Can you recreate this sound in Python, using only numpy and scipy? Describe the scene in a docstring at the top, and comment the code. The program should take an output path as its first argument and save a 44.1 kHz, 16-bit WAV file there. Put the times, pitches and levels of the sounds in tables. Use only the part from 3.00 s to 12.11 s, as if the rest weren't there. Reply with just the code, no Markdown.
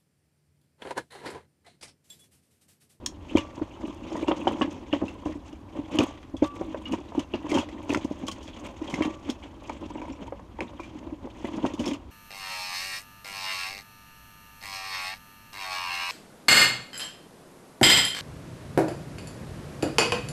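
"""Wood and charcoal in a metal bowl

Gloved hands shift a wood chunk and briquettes outdoors. Dull thuds swell and die near 300 Hz,
the wood knocks, briquettes clink and grind by stick-slip, and a few blows ring the bowl.
The closed case around a worn camera colours the contact noise; the yard rumbles underneath."""
import sys
import numpy as np
from scipy import signal
from scipy.io import wavfile
from scipy.ndimage import uniform_filter1d

SR = 44100
rng = np.random.default_rng(int(sys.argv[2]) if len(sys.argv) > 2 else 0)


def unload_audio(sound):
    """Save the sound as a 16-bit wav file, at the path given as the first command line argument."""
    columns = np.transpose(np.atleast_2d(sound))
    # keep every value between -1 and 1, then stretch to whole-number steps
    steps = np.round(np.clip(columns, -1, 1) * 32767)
    wavfile.write(sys.argv[1], SR, steps.astype(np.int16))


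N = 401751


# Blows of wood and hands on the bowl: peak t/s, level/dB, f/Hz, t60/s
THUDS = [(0.355, -7, 298, 0.022), (0.386, -23, 310, 0.051), (0.5825, -24.5, 282, 0.035),
         (0.6192, -17, 308, 0.036), (0.8554, -27, 323, 0.052), (1.2316, -18.5, 308, 0.032),
         (1.2906, -22, 321, 0.096), (1.4754, -14, 317, 0.039), (1.6152, -16.5, 248, 0.08),
         (1.6471, -22.5, 290, 0.069), (1.68, -28, 295, 0.059), (1.934, -14.5, 288, 0.071),
         (1.9648, -22.5, 307, 0.04), (2.025, -17, 297, 0.016), (2.039, -20.5, 247, 0.036),
         (2.2632, -18, 303, 0.066), (2.2966, -22.5, 310, 0.077), (2.359, -29, 290, 0.088),
         (2.533, -34, 305, 0.044), (2.7927, -24.5, 289, 0.071), (2.946, -20.5, 304.6, 0.11),
         (2.9921, -8, 303, 0.058), (3.041, -19.5, 316, 0.05), (3.3442, -23, 275, 0.068),
         (3.4267, -10.5, 305.5, 0.074), (3.6138, -21, 336, 0.031), (3.934, -19, 287, 0.031),
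         (4.152, -29, 264, 0.032), (4.1826, -14, 294, 0.069), (4.3415, -18, 340, 0.035),
         (4.449, -25.5, 297, .09), (4.522, -16, 342, 0.026), (4.566, -11.5, 273, 0.035),
         (4.59, -19.5, 251, 0.047), (4.9017, -18.5, 284, 0.09), (4.93, -20, 342, 0.032),
         (4.9612, -19, 290, 0.044), (4.9761, -19, 322, 0.018), (5.051, -18.5, 274, 0.035),
         (5.1144, -20.5, 288, 0.048), (5.2374, -21, 255, 0.063), (5.8205, -26.5, 316, 0.076),
         (5.939, -18, 240, 0.017), (5.9895, -23.5, 265, 0.019), (6.011, -16.5, 274, 0.048),
         (6.296, -28.5, 251, 0.15), (7.11, -28, 279, 0.079), (7.2351, -36, 290, 0.091),
         (7.61, -30, 328, 0.079), (8.1282, -26.5, 303, 0.087), (8.2573, -24.5, 340, 0.024),
         (8.4471, -21.5, 290, 0.021), (8.6444, -15, 265, 0.058), (8.742, -23, 300, 0.052),
         (8.8001, -19.5, 246, 0.074), (8.813, -22, 297, 0.063), (8.9223, -23.5, 283, 0.1)]

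def thuds(deep_hz=89.0, deep_db=-20.0):
    """A low resonance swells for a few cycles, roughened by contact; a deeper one shakes along."""
    out, t = np.zeros(N), np.arange(SR // 6) / SR
    body = through_case(91, 776)
    for peak_s, db, hz, t60_s in THUDS:
        rise_s = 0.00396 + 0.0478 * t60_s
        low = swell(t, rise_s, t60_s) * sine(t, hz)
        deep = gain_of(deep_db) * swell(t, 0.01, 0.14) * sine(t, deep_hz)
        contact = 0.45 * burst(t, rise_s, t60_s, body)
        add(out, peak_s - rise_s, gain_of(db) * (low + contact + deep))
    return out


# Dry knocks of the wood chunk: peak t/s, level/dB, f/Hz
WOOD_KNOCKS = [(0.3563, -23, 483), (0.374, -19, 965), (0.6214, -27, 600), (1.1569, -25, 604),
               (1.2847, -15, 590), (1.315, -17, 610), (1.4727, -12, 780), (1.6143, -14.5, 1092),
               (1.9366, -20.5, 595), (2.016, -27, 670), (2.0335, -30, 520), (2.2608, -26.5, 1020),
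               (2.9885, -24, 560), (3.0035, -23, 566), (3.4267, -26, 530), (3.4435, -26, 1070),
               (3.616, -28, 747), (3.7474, -24.5, 590), (3.9367, -24.5, 964), (4.123, -34, 680),
               (4.1508, -27.5, 937), (4.3515, -30, 560), (4.5754, -19.5, 876), (4.895, -24, 654),
               (4.9483, -21.5, 1385), (5.271, -45, 880), (5.2853, -26.5, 1110), (6.0076, -24, 620),
               (6.6992, -26, 882), (6.905, -37, 957), (6.9563, -27.5, 876), (6.983, -33.5, 924),
               (7.0192, -29.5, 990), (7.054, -39, 1000), (7.083, -33, 935), (7.192, -38, 880),
               (7.28, -34, 900), (7.325, -27.5, 556), (7.396, -37.5, 880), (7.59, -28.5, 887),
               (7.6105, -28.5, 544), (7.7983, -30.5, 1010), (8.2734, -30.5, 850), (8.4471, -28, 676.0),
               (8.643, -25, 900), (8.6525, -22.5, 600)]

def knocks(lead_s=0.0025):
    """A short woody note inside a spray of contacts."""
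    out, t = np.zeros(N), np.arange(SR // 8) / SR
    wood = through_case(322, 1940)
    for peak_s, db, hz in WOOD_KNOCKS:
        note = 0.72 * swell(t, 0.0014, 0.04) * sine(t, hz)
        contact = 0.79 * burst(t, 0.00066, 0.042, wood)
        add(out, peak_s - lead_s, gain_of(db) * (note + contact))
    return out


# Briquette strikes: peak t/s, level/dB, f/Hz, ring t60/s, relative sizzle/dB
CLINKS = [(0.0622, -28, 6950, 0.009, 7.5), (0.361, -32, 3210, 0.033, -18), (0.372, -22, 2360, 0.014, -11),
          (0.3827, -27.5, 2920, 0.028, -9.5), (0.74, -51, 3000, .03, -18), (0.817, -44.5, 2170, .02, -25),
          (0.885, -60, 3100, 0.026, -16.5), (1.104, -54, 5300, 0.028, -10),
          (1.1668, -42.5, 1970, 0.043, -3), (1.2824, -28.5, 2810, 0.049, -16),
          (1.3182, -27, 3180, 0.0085, -39), (1.477, -25.5, 3060, 0.025, -18),
          (1.6184, -25, 2890, 0.018, -18.5), (1.626, -26.5, 1670, 0.024, -34),
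          (1.9293, -25.5, 2880, 0.012, -30), (1.9373, -33.5, 3100, 0.033, -15),
          (2.082, -38, 2720, 0.04, -14), (2.255, -51, 2850, 0.065, 1), (2.529, -50.5, 2900, 0.023, -4),
          (2.988, -15.5, 2930, 0.0075, -15), (3.0054, -29.5, 2480, 0.085, -14),
          (2.989, -19.5, 4460, 0.0057, -11.5), (3.176, -43.5, 1900, 0.017, -17),
          (3.23, -41.5, 3180, 0.018, -20), (3.368, -46, 3320, 0.052, -5), (3.444, -35, 3640, 0.018, -8),
          (3.8555, -35.5, 2850, 0.078, -32), (3.923, -36.5, 2780, 0.018, -3.5),
          (3.9384, -36.5, 2960, 0.035, -12), (4.1945, -27.5, 2990, 0.025, -12),
          (4.3385, -30, 2850, 0.043, -44), (4.5164, -28, 2130, 0.018, -10), (4.543, -31, 3160, 0.082, -4),
          (4.583, -30.5, 2870, 0.073, -6.5), (4.689, -46.5, 1970, 0.024, -3.5),
          (4.895, -38, 2850, 0.033, -4), (4.905, -25.5, 2580, 0.012, -30), (4.9365, -39, 6550, 0.013, 5),
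          (4.9476, -24.5, 2020, 0.0067, -10), (4.949, -33, 5200, 0.01, -17),
          (4.973, -39.5, 2500, 0.0076, 0), (5.269, -47.5, 6500, 0.025, 6), (5.045, -46, 2970, 0.03, 0.5),
          (5.279, -38, 3000, 0.022, -7), (5.2835, -28.5, 3260, 0.011, -4), (5.3156, -38.5, 3140, 0.03, 2),
          (5.43, -50.5, 3120, 0.072, 1.5), (5.478, -41.5, 3320, 0.025, -9), (5.899, -41, 3070, 0.079, -2),
          (5.9418, -26.5, 2100, 0.015, -10.5), (6.023, -27, 2240, 0.023, -12),
          (6.3004, -34, 3320, 0.024, -0.5), (6.6957, -35, 2270, 0.015, -11), (6.937, -62, 7800, .06, -15),
          (6.958, -56, 2160, .012, -20), (7.017, -43, 2400, 0.034, -14), (7.056, -52, 2150, .04, -10),
          (7.084, -64, 8700, .04, -10), (7.123, -55, 5730, 0.072, -20), (7.124, -59, 7000, 0.1, -20),
          (7.132, -49, 2430, 0.021, -9), (7.27, -53, 3160, 0.046, -22), (7.587, -44, 2010.0, 0.0085, -26.0),
          (7.6071, -26, 2300, 0.005, -16.5), (7.8008, -45, 2410, 0.054, -9), (7.8345, -41, 2360, 0.09, -13),
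          (8.4537, -40, 2000, 0.034, -25), (8.6626, -36.5, 2810.0, 0.028, -4.5),
          (8.737, -47.5, 3550, 0.027, 2.5), (8.863, -33.5, 5350, 0.028, -15),
          (8.7948, -36, 2960, 0.09, -6.5), (8.8572, -36, 2580, 0.053, -1.5),
          (8.878, -33.5, 3300, 0.049, -3), (8.913, -31.5, 2070, 0.015, -13), (8.935, -35, 2970, 0.036, -7)]

def clinks(rise_s=0.0016):
    """Each briquette rings on two close, beating modes inside a gritty crack."""
    out, t = np.zeros(N), np.arange(SR // 8) / SR
    stone, treble = through_case(1256, 3880), through_case(3820, 20000)
    for peak_s, db, hz, t60_s, sizzle_db in CLINKS:
        second_hz = hz * (1 + 0.05 * rng.uniform(-1.3, 1))
        modes = sine(t, hz) + 0.74 * np.sin(2 * np.pi * second_hz * t)
        ring = 1.08 * swell(t, rise_s, t60_s) * modes
        crack = 0.5 * burst(t, rise_s, 3.6 * t60_s, stone)
        sizzle = gain_of(sizzle_db) * burst(t, rise_s, 2 * t60_s, treble)
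        add(out, peak_s - rise_s, gain_of(db) * (ring + crack + sizzle))
    return out


# Shoves of the heap: peak t/s, drag level/dB, grit level/dB, rise/s, fall/s
SHOVES = [(0.02, -40.5, -59, 0.11, 0.19), (0.38, -35, -48.5, 0.23, 0.2), (0.61, -43, -52, 0.27, 0.15),
          (0.88, -35, -52, 0.29, 0.1), (1.12, -33, -53, 0.06, 0.39), (1.3, -31.5, -45.5, 0.66, .3),
          (1.49, -28.5, -45.5, 0.31, 0.59), (1.63, -33, -40, 0.049, 0.036),
          (1.95, -41.5, -43.5, 0.049, 0.075), (2.018, -38, -52, 0.048, .6), (2.28, -33, -49, 0.085, 0.13),
          (2.475, -51, -51.5, .08, 0.092), (2.77, -38.5, -53, 0.16, 0.23),
          (2.94, -32.5, -41.5, 0.091, 0.23), (3.01, -17.5, -32, 0.054, 0.059),
          (3.442, -47, -38.5, 0.029, 0.04), (3.57, -38, -51.5, 0.1, 0.96), (3.937, -30, -48, 0.13, 0.16),
          (4.19, -32, -47.5, 0.098, 0.065), (4.36, -28, -49.5, 0.04, 0.095),
          (4.569, -20.5, -31, 0.12, 0.064), (4.72, -39.5, -53.5, 0.23, 1), (4.92, -30, -37.5, 0.053, 0.13),
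          (5.29, -41.5, -54.5, 1, 0.32), (5.66, -42, -48.5, 0.62, 0.2), (6.02, -29, -40, 0.32, 0.2),
          (6.3, -34, -47, .12, 0.055), (6.46, -46, -53.5, 0.27, 0.11), (6.71, -41, -53, 0.27, 0.21),
          (6.83, -33, -52.5, 0.051, 0.11), (6.98, -39, -54.5, 0.27, 0.25),
          (7.11, -38.5, -55.5, 0.18, 0.055), (7.23, -35.5, -54.5, 0.12, 0.073),
          (7.62, -33.5, -50, 0.024, 0.18), (8.11, -41, -57, 0.89, 0.083), (8.258, -32.5, -52, 0.063, 0.028),
          (8.449, -37, -48, 0.17, 0.33), (8.56, -32.5, -48, 0.087, 0.3), (8.655, -27.5, -44, 0.051, 0.1),
          (8.88, -28, -43.5, 0.23, 0.13)]

def shove_envelope(levels_db, drop_db=20, rest_db=-66.5):
    """Shoves add in power over a floor; each is drop_db down one rise before or one fall after its peak."""
    t = np.arange(0, N + 256, 128) / SR
    peak_s, _, _, rise_s, fall_s = np.transpose(SHOVES)[:, :, None]
    away = np.maximum((peak_s - t) / rise_s, (t - peak_s) / fall_s)
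    each = gain_of(levels_db[:, None] - drop_db * away)
    power = (each ** 2).sum(0) + gain_of(rest_db) ** 2
    return np.interp(np.arange(N) / SR, t, np.sqrt(power))


def rubbing(drag_share=0.43, stutter_db=2.5, stutter_s=0.042):
    """Slips shake the case low down, scrape the wood, and rasp through the grit in fits."""
    _, drag_db, grit_db, _, _ = np.transpose(SHOVES)
    drag = shove_envelope(drag_db, drop_db=25.8)
    scrape = shove_envelope(drag_share * drag_db + (1 - drag_share) * grit_db + 1)
    window = np.hanning(round(stutter_s * SR))
    fits = unit_rms(signal.oaconvolve(rng.standard_normal(N), window, "same"))
    grit = shove_envelope(grit_db) * unit_rms(gain_of(stutter_db * fits))
    slide = slips(150, 2.5, samples=900) + 0.4 * rng.standard_normal(N)
    grind = slide + 0.5 * lumps()
    layers = [(drag, 130, 450, slide),
              (scrape, 450, 1500, slide + 1.13 * slips(200, 3.4, samples=300)),
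              (grit, 1500, 4400, grind + 0.33 * slips(90, 4, samples=500)),
              (grit * gain_of(-7), 4400, 9000, grind + 0.66 * slips(90, 3.2, samples=600)),
              (grit * gain_of(-20.5), 9000, 20000, grind + 1.7 * slips(60, 4.4, samples=500))]
    out = np.zeros(N)
    for envelope, lo_hz, hi_hz, drive in layers:
        band = signal.oaconvolve(drive, through_case(lo_hz, hi_hz))[:N]
        out += envelope * unit_rms(band)
    return out


def slips(rate_hz, spread_db, samples):
    """Random stick-slip contacts of uneven strength, each a swelling, fading scratch of noise."""
    strength = gain_of(spread_db * np.minimum(rng.exponential(1, N), 4))
    slipping = rng.random(N) < rate_hz / SR
    shape = np.hanning(samples) * np.geomspace(1, 0.05, samples)
    power = signal.oaconvolve((strength * slipping) ** 2, shape)[:N]
    return unit_rms(np.sqrt(abs(power)) * rng.standard_normal(N))


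def lumps(sizes=9):
    """Each size of lump grinds now and then in its own narrow band."""
    out = np.zeros(N)
    for hz in np.geomspace(1900, 8000, sizes):
        band = signal.butter(1, [hz * 0.94, hz * 1.06], "bandpass", fs=SR)
        grind = signal.lfilter(*band, slips(30, 5.6, samples=1100))
        out += unit_rms(grind) * np.sqrt(hz)
    return unit_rms(out)


# Blows reaching the bowl wall: t/s, level/dB, upper-mode gain/dB
WALL_BLOWS = [(0.3695, -42.5, 0), (3.0006, -44, -4), (3.442, -37.5, -14), (6.022, -40.5, 6)]
# Wall modes: f/Hz, relative level/dB, t60/s
WALL_MODES = [(740, -14, 0.22), (950, -14, 0.21), (1070, -16, .5), (1156, 2, 0.58), (1450, -21, 0.4),
              (1720, -7.5, .17), (1880, -10.5, .28), (2280, -16, .15), (2740, -3, 0.14), (3120, -2, 0.16)]

def bowl(upper_hz=1600, rise_s=0.0046):
    """The steel wall rings on its modes; sharper blows wake the upper ones more."""
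    out, t = np.zeros(N), np.arange(SR // 2) / SR
    for start_s, db, upper_db in WALL_BLOWS:
        for hz, mode_db, t60_s in WALL_MODES:
            gain = gain_of(db + mode_db + upper_db * (hz > upper_hz))
            add(out, start_s, gain * swell(t, rise_s, t60_s) * sine(t, hz))
    return out


def echoes(sound, t60_s=0.12):
    """Short scattered reflections from bowl, paving and fence."""
    taps = np.zeros(SR // 5)
    delays = np.arange(150, len(taps) - 20, 20)
    delays += rng.integers(0, 20, len(delays))
    taps[delays] = rng.choice([-1., 1.], len(delays)) * gain_of(-60 * delays / SR / t60_s)
    return signal.oaconvolve(sound, taps / np.linalg.norm(taps))[:N]


# Outdoor noise spectrum: f/Hz, relative density/dB
YARD_SPECTRUM = [(15, -43), (25, -8.5), (74, 10), (145, -7.5), (301, 0.5), (463, -14.5), (1020, -13.5),
                 (1400, -23), (2990, -32.5), (4610, -36), (6740, -41.5), (12900, -48), (16000, -66)]

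def yard(rms_db=-46.5):
    """Steady rumble and hiss of the yard."""
    frames, hz = N // 512 + 5, np.fft.rfftfreq(2048, 1 / SR)
    real, imag = rng.standard_normal((frames, 1025, 2)).T
    spectra = (real + 1j * imag) * gain_of(curve_db(YARD_SPECTRUM, hz)[:, None])
    _, noise = signal.istft(spectra, nperseg=2048, noverlap=1536)
    return gain_of(rms_db) * unit_rms(noise[:N])


# Transmission of the closed case: f/Hz, relative level/dB
CASE_RESPONSE = [(76, -25), (130, -21.5), (319, -2), (382, -14), (475, -17), (569, -9.5), (695, -19.5),
                 (995, -14.5), (1370, -29), (1770, -32), (2500, -28), (3300, -28), (4000, -36),
                 (6490, -32.5), (7920, -41.5), (15300, -64)]

def through_case(lo_hz, hi_hz):
    """Minimum-phase impulse response of the case within one band, unit energy."""
    hz = np.fft.rfftfreq(8192, 1 / SR)
    low_cut_db = 10 * np.log10(1 + (lo_hz / (hz + 1)) ** 8)
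    high_cut_db = 10 * np.log10(1 + (hz / hi_hz) ** 8)
    db = curve_db(CASE_RESPONSE, hz) - low_cut_db - high_cut_db
    log_gain = np.log(gain_of(np.maximum(db, -100)))
    mirrored = np.r_[log_gain, log_gain[-2:0:-1]]
    spectrum = np.exp(np.conj(signal.hilbert(mirrored)))
    taps = np.fft.ifft(spectrum).real[:3000]
    return taps / np.linalg.norm(taps)


def burst(t, rise_s, t60_s, body):
    """A spray of tiny contacts sounding through a body; peak about 1."""
    contacts = rng.standard_normal(len(t)) * swell(t, rise_s, t60_s)
    sound = signal.oaconvolve(contacts, body)[:len(t)]
    return sound / np.sqrt(2 * uniform_filter1d(sound ** 2, 130).max())


def swell(t, rise_s, t60_s):
    """Soft attack to 1, then exponential decay."""
    attack = np.sin(np.pi / 2 * np.minimum(t / rise_s, 1)) ** 2
    return attack * gain_of(-60 * np.maximum(t - rise_s, 0) / t60_s)


def sine(t, hz):
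    """Tone of random phase."""
    return np.sin(2 * np.pi * (hz * t + rng.random()))


def gain_of(db):
    return 10 ** (np.asarray(db) / 20)


def unit_rms(x):
    return x / np.sqrt(np.mean(x ** 2) + 1e-20)


def curve_db(points, hz):
    points_hz, points_db = np.transpose(points)
    return np.interp(np.log(hz + 1), np.log(points_hz + 1), points_db)


def add(mix, start_s, sound):
    part = mix[round(start_s * SR):][:len(sound)]
    part += sound[:len(part)]


def scene(echo_db=-9.5):
    """Mono mix; only clinks and knocks echo."""
    bright = clinks() + knocks()
    return (thuds() + bright + gain_of(echo_db) * echoes(bright) + bowl() + rubbing() + yard())[None]


def record(dry):
    """The camera's band limit."""
    edge_hz = 15900
    lowpass = signal.firwin(511, edge_hz, window=("kaiser", 9), fs=SR)
    return signal.oaconvolve(dry, lowpass[None], "same")


dry = scene()
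out = record(dry)
unload_audio(out)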